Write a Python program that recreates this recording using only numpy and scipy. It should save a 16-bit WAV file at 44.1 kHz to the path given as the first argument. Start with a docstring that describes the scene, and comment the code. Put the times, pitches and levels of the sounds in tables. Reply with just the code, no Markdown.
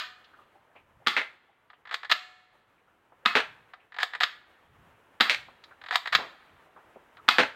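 """Spring BB rifle in a garden

A plastic spring BB rifle is fired four times and cocked between the shots. Each shot is a trigger tick
and the slam of the piston; a tenth of a second later the pellet smacks into a panel. Cocking is a run
of clicks over a scraping slide, then the slide bangs home and the spring rings on.
Soft knocks, a distant hush and a light breeze fill the gaps."""
import sys
import numpy as np
from scipy import signal
from scipy.fft import rfft, irfft
from scipy.io import wavfile
from scipy.ndimage import uniform_filter1d

SR = 44100
rng = np.random.default_rng(int(sys.argv[2]) if len(sys.argv) > 2 else 0)


def waveform_to_disk(signal):
    """Save audio, clipped to [-1, 1], as 16-bit WAV at the path in sys.argv[1]."""
    frames = np.transpose(np.atleast_2d(signal))
    scaled = np.clip(frames, -1, 1) * 32767
    samples = np.round(scaled).astype(np.int16)
    wavfile.write(sys.argv[1], SR, samples)


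N = 332955

# A "fade time" (t60 in the code) is how long a sound takes to drop by 60 dB.
# piston slams: (time [s], level [dB], rebound delay [s], rebound compared with the slam [dB])
PISTON_SLAMS = [(1.0705, 7.5, 0.0096, -5), (3.259, 9, 0.013, -13.5), (5.2073, 11.5, .0085, -8.5),
                (7.2869, 11.5, 0.021, -14)]
# pellet hits, each on its own spot of the panel: (time [s], level [dB], bass [dB], treble [dB],
# shudder [dB], boom pitch [Hz], boom boost [dB], knock pitch [Hz], knock boost [dB])
PELLET_HITS = [(1.1659, 4.3, -10.5, -4.5, 3, 480, 10, 2120, 6),
               (3.353, 8, -3.5, -2.5, 3.5, 430, 9.5, 1950, 0.5), (5.2963, 7, -16, 8, 0.3, 592, 16, 2200, 5),
               (7.3838, 10, 1.5, 0.5, 3, 262, 17.5, 1660, 3)]
# cockings: (pull starts [s], spring engages [s], latch snaps [s], hand lets go [s],
# slide starts back [s], pulling force [dB], return click [dB])
COCKING_MOVES = [(1.853, 1.9104, 1.941, 2.031, 2.099, -4.7, -4),
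                 (3.921, 3.985, 4.03, 4.134, 4.2071, 0, 4.5),
                 (5.814, 5.9085, 5.956, 6.057, 6.127, 2.8, 2.5)]
# fingers tapping the plastic as the grip changes: (time [s], level [dB], treble [dB])
FINGER_TAPS = [(1.7, -23.5, -6), (1.731, -27.5, -16.5), (3.735, -16.5, -7.5), (5.638, -22, 17),
               (7.169, -24.5, 0.5)]
# the slide banging home:
# (time [s], level [dB], rebound delay [s], relative rebound level [dB], relative spring level [dB])
SLIDE_SLAMS = [(-.018, 11.5, 0.0048, -10, -24.5), (2.1144, 9.3, 0.0076, -1.5, -17),
               (4.2339, 7, .005, -6.5, -30), (6.150, 11.3, .004, -5, -25)]
# the clearer soft knocks and creaks: (time [s], level [dB], pitch [Hz], width [Hz], fade time [s])
SOFT_KNOCKS = [(.241, -30, 3380, 1200, 0.057), (0.332, -25.5, 1430, 250, 0.13), (.385, -24, 1205, 90, 0.27),
               (.549, -28, 780, 120, 0.17), (0.751, -25.5, 750, 500, .1), (.754, -25.5, 2420, 500, 0.2),
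               (3.119, -27.5, 800, 690, 0.073), (5.483, -22, 900, 500, 0.033), (5.708, -23, 1504, 300, .1),
               (6.18, -3.5, 850, 1000, 0.34), (6.76, -20.5, 1020, 593, 0.17), (6.957, -19, 547, 398, 0.064),
               (7.179, -22.5, 1295, 250, .1)]

# the tone of each source, from low to high: (pitch [Hz], level [dB])
PISTON_TONE = [(47, -61), (80, -37.5), (242, -10), (323, -16), (441, -18), (629, -19), (820, -2.5),
               (896, -13.5), (1340, -1.5), (1950, -3), (4050, -6.5), (5770, -20.5), (9820, -34),
               (13400, -38), (16000, -49.5)]
PANEL_TONE = [(47, -62), (80, -33), (190, -17.5), (265, -13.5), (353, -8.5), (504, -8.5), (563, -3.5),
              (718, -4), (839, 1.5), (1140, 1), (1460, 4), (1780, 3), (3960, -4.5), (5280, -17.5),
              (16000, -47)]
CATCH_TONE = [(71, -77), (120, -48.5), (546, -20), (712, -11), (911, -9), (1750, 0), (2640, -9), (3820, -7),
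              (5870, -26), (7500, -29.5), (9990, -42), (13300, -44.5), (16000, -49)]
SLIDE_TONE = [(71, -63), (120, -27), (410, -27), (605, -14.5), (930, -13), (1260, -0.5), (2700, -3),
              (3980, -2), (5870, -18), (6770, -20.5), (9590, -42.5), (13000, -33.5), (16000, -45.5)]
SPRING_SHIMMER_TONE = [(600, -23.5), (1300, 1), (2000, 1), (4100, 0), (5600, -14.5), (7500, -12),
                       (9000, -26)]
HUSH_TONE = [(18, -39), (30, -12.5), (79, -8), (184, -9.5), (384, -4.5), (801, -5), (866, -3.5), (1670, -7),
             (2480, -14), (2900, -14.5), (4530, -30), (11700, -32.5), (16000, -34)]
BREEZE_TONE = [(20, -18.5), (50, -7.5), (100, 1.5), (170, -3.5), (300, -19.5), (1000, -49.5)]
# pitches that the hollow body, panel and catches boost or weaken: (pitch [Hz], width [Hz], boost [dB])
BODY_RESONANCES = [(268, 120, 2.5), (370, 70, -2), (470, 60, 8), (530, 60, -1), (740, 90, 1), (880, 68, 0),
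                   (997, 28, 6.5), (1040, 90, 1), (1225, 220, 4.5), (1540, 100, -1.5), (1734, 190, 3.5),
                   (2035, 40, -1), (2500, 68, 7), (2520, 140, -6.5), (2550, 37, 2.5), (3400, 200, 2),
                   (3990, 260, 1), (4690, 330, 2), (5900, 650, -7), (9860, 1600, -8), (12800, 1500, 3)]
PANEL_RESONANCES = [(168, 40, 8), (306.3, 25, 6), (363, 25, -4.5), (397, 25, 4.5), (492, 16, 5),
                    (550, 65, 3), (650, 64, 4), (840, 48, 3.5), (1149, 210, -1), (1690, 120, 0.5),
                    (2610, 210, 4.5), (4236, 500, 1.5), (10800, 1200, -9.5), (11950, 2000, 6.5)]
CATCH_RESONANCES = [(735, 160, 4.5), (1920, 300, 3), (13200, 1500, 1)]
# notes of the steel spring, hollow barrel and flexing panel: (pitch [Hz], level [dB], fade time [s])
SPRING_NOTES = [(736, -5.5, 1.1), (1250, -6.5, 0.65), (1744, -1, .9), (1820, -3.5, 0.57), (2200, 1, 0.66),
                (2480, -3, 0.66), (2795, 2.5, 0.45), (3310, -11, 1.1), (3591, -11.5, 0.74), (4140, -4, .6),
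                (4350, -8, 0.69)]
BARREL_NOTES = [(1248, 2, .028), (1415, -4, 0.04), (3650, 1.5, 0.011)]
PANEL_FLEX_NOTES = [(252, -2.5, 0.13), (295, -6.5, 0.15), (413.7, -5, 0.16), (503, 2, 0.12),
                    (664, -4, 0.19)]

# how long echoes from hedge and fences last: (pitch [Hz], fade time [s])
GARDEN_FADE_TIMES = [(150, 0.13), (600, .3), (1500, 0.36), (4000, 0.3), (8000, 0.33), (14000, 0.36)]
# rise and fall of the distant hush: (time [s], level [dB])
HUSH_LEVELS = [(0, -65), (.85, -64.5), (1.8, -70), (2.7, -68.5), (3.55, -63.5), (3.88, -70), (4.83, -62.7),
               (5.5, -61.5), (7.55, -61.3)]
# puffs of wind on the microphone: (time [s], peak level [dB], half length [s])
WIND_PUFFS = [(.93, -71, .13), (3.5, -71.5, .17), (4.82, -62, .12), (5.38, -63.5, .12), (6.18, -52, .035),
              (6.56, -64, .04), (7.42, -63, .1)]


def shots(trigger_lead_s=.0062, trigger_db=-10.5, piston_t60=.026, spring_db=-24, pop_db=-1.3):
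    """The trigger ticks, the piston hits the end of its cylinder and rebounds; air pops from the barrel."""
    out, muzzle = np.zeros(N), np.zeros(N)
    echoes = garden(near_db=-12.5, scatter_db=-6, far_db=-36.5)
    ring = spring()
    trigger = tone_filter(PISTON_TONE, BODY_RESONANCES, treble_db=-8)
    for s, db, rebound_s, rebound_db in PISTON_SLAMS:
        piston = from_db(db) * tone_filter(PISTON_TONE, vary(BODY_RESONANCES, spread_db=3.5))
        tick = chain(burst(t60=.05, swell_s=.00068), trigger)
        add(out, s - trigger_lead_s, from_db(db + trigger_db) * tick)
        add(out, s, chain(burst(piston_t60, swell_s=.0006), piston))
        add(out, s + rebound_s, from_db(rebound_db) * chain(burst(piston_t60, swell_s=.0023), piston))
        add(out, s, from_db(db + spring_db) * ring)
        add(muzzle, s, from_db(db + pop_db) * ringing(BARREL_NOTES, length_s=.5))
    return chain(out, echoes) + muzzle


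def spring(shimmer_db=-4, shimmer_t60=.68, count=70):
    """The steel spring rings long and thin: a few clear notes in a cloud of weak overtones."""
    t = seconds(1)
    pitches = np.linspace(600, 9000, count) + rng.uniform(-60, 60, count)
    overtones = np.sin(2 * np.pi * (pitches[:, None] * t + rng.random((count, 1))))
    cloud = from_db(at_hz(SPRING_SHIMMER_TONE, pitches)) @ overtones
    shimmer = unit_energy(cloud * fade_out(t, shimmer_t60) * fade_in(t, .004))
    return unit_energy(ringing(SPRING_NOTES, length_s=1) + from_db(shimmer_db) * shimmer)


def pellets(boom_width_hz=90, knock_width_hz=450, shudder_lag_s=.003, flex_db=-5,
            wall_echo_s=.0497, echo_db=-8.5):
    """A pellet cracks on the panel, the whole panel shudders and flexes, and a wall echoes the crack."""
    out = np.zeros(N)
    for s, db, bass_db, treble_db, shudder_db, boom_hz, boom_db, knock_hz, knock_db in PELLET_HITS:
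        boom_and_knock = [(boom_hz, boom_width_hz, boom_db), (knock_hz, knock_width_hz, knock_db)]
        resonances = list(PANEL_RESONANCES) + boom_and_knock
        panel = from_db(db) * tone_filter(PANEL_TONE, resonances, bass_db, treble_db)
        extra_knock = [(knock_hz, 2 * knock_width_hz, 5)]   # 5 dB more at the struck spot
        spot = from_db(db) * tone_filter(PANEL_TONE, resonances + extra_knock, bass_db, treble_db)
        crack = chain(burst(t60=.018), spot)
        shudder = chain(burst(t60=.16, swell_s=.0035), panel)
        flex = ringing(PANEL_FLEX_NOTES, length_s=.5, swell_s=.0073)
        add(out, s, crack)
        add(out, s + shudder_lag_s, from_db(shudder_db) * shudder)
        add(out, s, from_db(db + bass_db + flex_db) * flex)
        add(out, s + wall_echo_s, from_db(echo_db) * crack)
    return chain(out, garden(near_db=-21.5, scatter_db=-15, far_db=-42))


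def cocking(hardness=.027, sparkle_per_db=.83, roughness_db=5, climb_db=6):
    """Fingers tap; the slide snaps over its catches and rubs along in small slips that grow louder."""
    out, resonances = np.zeros(N), list(BODY_RESONANCES) + list(CATCH_RESONANCES)
    for s, db, treble_db in slide_clicks() + list(FINGER_TAPS):
        shorten = np.exp(-hardness * max(db + 7.5, 0))   # a harder snap is shorter...
        sparkle = [(13000, 12000, sparkle_per_db * (db + 5.5))]   # ...and brighter
        snap = burst(t60=.033 * shorten, swell_s=.0015 * shorten)
        catch = tone_filter(CATCH_TONE, vary(resonances) + sparkle, treble_db=treble_db)
        add(out, s, from_db(db) * chain(snap, catch))
    for start, end, db in slide_scrapes():
        t = seconds(end - start)
        grip = np.repeat(rng.standard_normal(len(t)), 32)[:len(t)]   # changes every 32 samples
        slips = rng.standard_normal(len(t)) * from_db(roughness_db * grip + climb_db * t / (end - start))
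        scrape = chain(slips / np.std(slips), tone_filter(CATCH_TONE, resonances, treble_db=4.5))
        add(out, start, from_db(db) * scrape)
    return chain(out, garden(near_db=-12, scatter_db=-16, far_db=-38))


def slide_clicks(tick_gap_s=.022, slack_db=-20.5, climb_db=8, bounce_s=.0158,
                 engage_db=-2.3, latch_db=5.2, let_go_db=-7):
    """List the clicks of the slide's pull and return as (time [s], level [dB], treble [dB])."""
    clicks = []
    for pull_s, engage_s, latch_s, let_go_s, return_s, force_db, return_db in COCKING_MOVES:
        # the loose slide ticks, louder as the slack runs out
        slack_s = engage_s - pull_s
        for progress in np.linspace(0, 1, round(slack_s / tick_gap_s), endpoint=False):
            tick_db = slack_db + progress * (climb_db + force_db)
            clicks.append((pull_s + progress * slack_s, tick_db, rng.normal(-4.5, 4)))
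        # engaging the spring and letting go both strike twice
        for s, db, bounce_db in ((engage_s, engage_db, -3.5), (let_go_s, let_go_db, 1.5)):
            clicks.append((s, force_db + db, -5.5))
            clicks.append((s + bounce_s, force_db + db + bounce_db, -2.5))
        clicks.append((latch_s, force_db + latch_db, 3.5))   # the latch is the bright one
        clicks.append((return_s, return_db, -2))
    return clicks


def slide_scrapes(pull_db=-36, rub_per_force=1.4, lag_s=.01, return_db=-28, lead_s=.0035, tail_s=.027):
    """The slide rubs as it squeezes the spring and on its way home: (start [s], end [s], level [dB])."""
    scrapes = []
    for _, engage_s, latch_s, _, return_s, force_db, _ in COCKING_MOVES:
        scrapes.append((engage_s + lag_s, latch_s + lag_s / 2, pull_db + rub_per_force * force_db))
        scrapes.append((return_s - lead_s, return_s + tail_s, return_db))
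    return scrapes


def slide_slams(t60=.026, low_cut_hz=150):
    """The slide hits its stop, rebounds and shakes the spring; the light body gives no bass."""
    out = np.zeros(N)
    body = tone_filter(SLIDE_TONE, BODY_RESONANCES)
    echoes = garden(near_db=-14, scatter_db=-14.5, far_db=-36)
    response = let_through(chain(body, echoes), "high", low_cut_hz)
    for s, db, rebound_s, rebound_db, spring_db in SLIDE_SLAMS:
        add(out, s, from_db(db) * chain(burst(t60, swell_s=.00048), response))
        add(out, s + rebound_s, from_db(db + rebound_db) * chain(burst(t60), response))
        add(out, s, from_db(db + spring_db) * spring())
    return out


def knocks(rustle_db=-42, spread_db=11, tilt_db=2, rustle_count=70):
    """Soft knocks, with rustles scattered between them: most are faint, a few stand out."""
    out = np.zeros(N)
    for s, db, hz, width, t60 in SOFT_KNOCKS:
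        add(out, s, from_db(db) * knock(hz, width, t60))
    for when, pitch, size in rng.random((rustle_count, 3)):
        hz = 500 * 6 ** pitch   # 500 to 3000 Hz
        db = rustle_db + spread_db * size ** 2 - tilt_db * pitch
        add(out, when * N / SR, from_db(db) * knock(hz, hz / 6, t60=.15))
    return out


def knock(hz, width, t60):
    """One dull contact: a burst of noise that rings around one pitch."""
    ring = signal.lfilter(*signal.iirpeak(hz, hz / width, fs=SR), burst(t60, swell_s=.004))
    return unit_energy(let_through(ring, "low", hz + width, order=4))


def garden(near_db, scatter_db, far_db):
    """How the garden answers a click: close echoes, scatter from hedge and fences, a dull far tail."""
    t, edges_hz = seconds(1), np.geomspace(60, 18000, 12)
    noise, scatter = rng.standard_normal((2, len(t))), 0
    for k, (low, high) in enumerate(zip(edges_hz, edges_hz[1:])):
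        band = let_through(noise[k % 2], "band", [low, high])
        scatter = scatter + band * fade_out(t, at_hz(GARDEN_FADE_TIMES, np.sqrt(low * high)))
    far = let_through(rng.standard_normal(len(t)), "low", hz=3000) * fade_out(t, t60=1.4)
    response = from_db(scatter_db) * unit_energy(scatter * fade_in(t, .012))
    response += from_db(far_db) * unit_energy(far * fade_in(t, .04))
    add(response, .007, from_db(near_db) * burst(t60=.09))
    response[0] += 1   # the direct sound
    return response


def air(hush_waver_db=1.64, breeze_waver_db=3, calm_db=-84):
    """A distant hush that wavers slightly, and a light breeze that puffs on the microphone."""
    t, moments = np.arange(N) / SR, np.arange(0, N / SR, .05)
    hush_waver = np.interp(t, moments, rng.normal(0, hush_waver_db, len(moments)))
    breeze_waver = np.interp(t, moments, rng.normal(0, breeze_waver_db, len(moments)))
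    hush_gain = from_db(np.interp(t, *np.transpose(HUSH_LEVELS)) + hush_waver)
    puffs = sum(from_db(db) * np.exp(-((t - s) / half_s) ** 2) for s, db, half_s in WIND_PUFFS)
    breeze_gain = (from_db(calm_db) + puffs) * from_db(breeze_waver)
    hush = chain(rng.standard_normal(N), tone_filter(HUSH_TONE))
    breeze = chain(rng.standard_normal(N), tone_filter(BREEZE_TONE))
    return hush_gain * hush + breeze_gain * breeze


def burst(t60, swell_s=.000097, size=8192):
    """The noise of two things meeting: it swells, dies away and holds all pitches about equally."""
    t = np.arange(size) / SR
    spectrum = rfft(rng.standard_normal(size) * fade_in(t, swell_s) * fade_out(t, t60), 2 * size)
    spectrum /= np.sqrt(uniform_filter1d(np.abs(spectrum) ** 2, size=60) + 1e-20)   # even it out
    return unit_energy(irfft(spectrum)[:size])


def ringing(notes, length_s, swell_s=.0008, spread_db=1.3):
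    """Fading notes set off by one blow, each a little stronger or weaker, with the deep bass cut."""
    t = seconds(length_s)
    rings = sum(from_db(db + rng.normal(0, spread_db)) * np.sin(2 * np.pi * hz * t) * fade_out(t, t60)
                for hz, db, t60 in notes)
    lowest_hz = notes[0][0]
    return unit_energy(let_through(rings * fade_in(t, swell_s), "high", .6 * lowest_hz))


def vary(resonances, spread_db=2.5):
    """Each blow lands on another spot and wakes the resonances differently."""
    return [(hz, width, boost + rng.normal(0, spread_db)) for hz, width, boost in resonances]


def tone_filter(tone, resonances=(), bass_db=0, treble_db=0, bass_hz=900, treble_hz=2900, size=4096):
    """How an object answers a click, given its tone, its resonances and bass and treble controls."""
    hz = np.fft.rfftfreq(size, 1 / SR)
    db = at_hz(tone, hz)
    db += sum(boost / (1 + (2 * (hz - pitch) / width) ** 2) for pitch, width, boost in resonances)
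    db += bass_db / (1 + (hz / bass_hz) ** 4)
    db += treble_db * (1 - 1 / (1 + (hz / treble_hz) ** 4))
    # keep this tone, but make all the ringing come after the click (minimum phase)
    cepstrum = irfft(np.log(from_db(db)))
    cepstrum[1:size // 2] *= 2
    cepstrum[size // 2 + 1:] = 0
    return unit_energy(irfft(np.exp(rfft(cepstrum))))


def chain(sound, response):
    """Pass a sound through the response of an object or of the garden."""
    return signal.oaconvolve(sound, response)[:N]


def let_through(sound, kind, hz, order=2):
    """Keep the pitches below hz ("low"), above it ("high") or between two values ("band")."""
    return signal.sosfilt(signal.butter(order, hz, kind, fs=SR, output="sos"), sound)


def add(out, s, sound):
    """Mix a sound in from time s on."""
    start = round(s * SR)
    piece = sound[max(-start, 0):N - start]
    out[max(start, 0):max(start, 0) + len(piece)] += piece


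def at_hz(points, hz):
    """Read a table at any pitch, gliding between its rows."""
    pitches, values = np.transpose(points)
    return np.interp(np.log(hz + 1), np.log(pitches), values)


def fade_in(t, swell_s):
    return 1 - np.exp(-t / swell_s)


def fade_out(t, t60):
    return np.exp(-np.log(1000) * t / t60)


def from_db(db):
    return 10 ** (np.asarray(db) / 20)


def unit_energy(x):
    return x / np.sqrt(np.sum(x ** 2) + 1e-20)


def seconds(length):
    return np.arange(int(length * SR)) / SR


def scene():
    """Rifle, target and garden mixed into one channel."""
    return (shots() + pellets() + cocking() + slide_slams() + knocks() + air())[None]


def record(dry, ceiling=.95, cutoff_hz=16000):
    """Round off the loudest peaks and cut the highest treble."""
    rounded = dry / (1 + (dry / ceiling) ** 6) ** (1 / 6)
    return signal.sosfilt(signal.ellip(10, .1, 70, cutoff_hz, fs=SR, output="sos"), rounded)


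dry = scene()
out = record(dry)
waveform_to_disk(out)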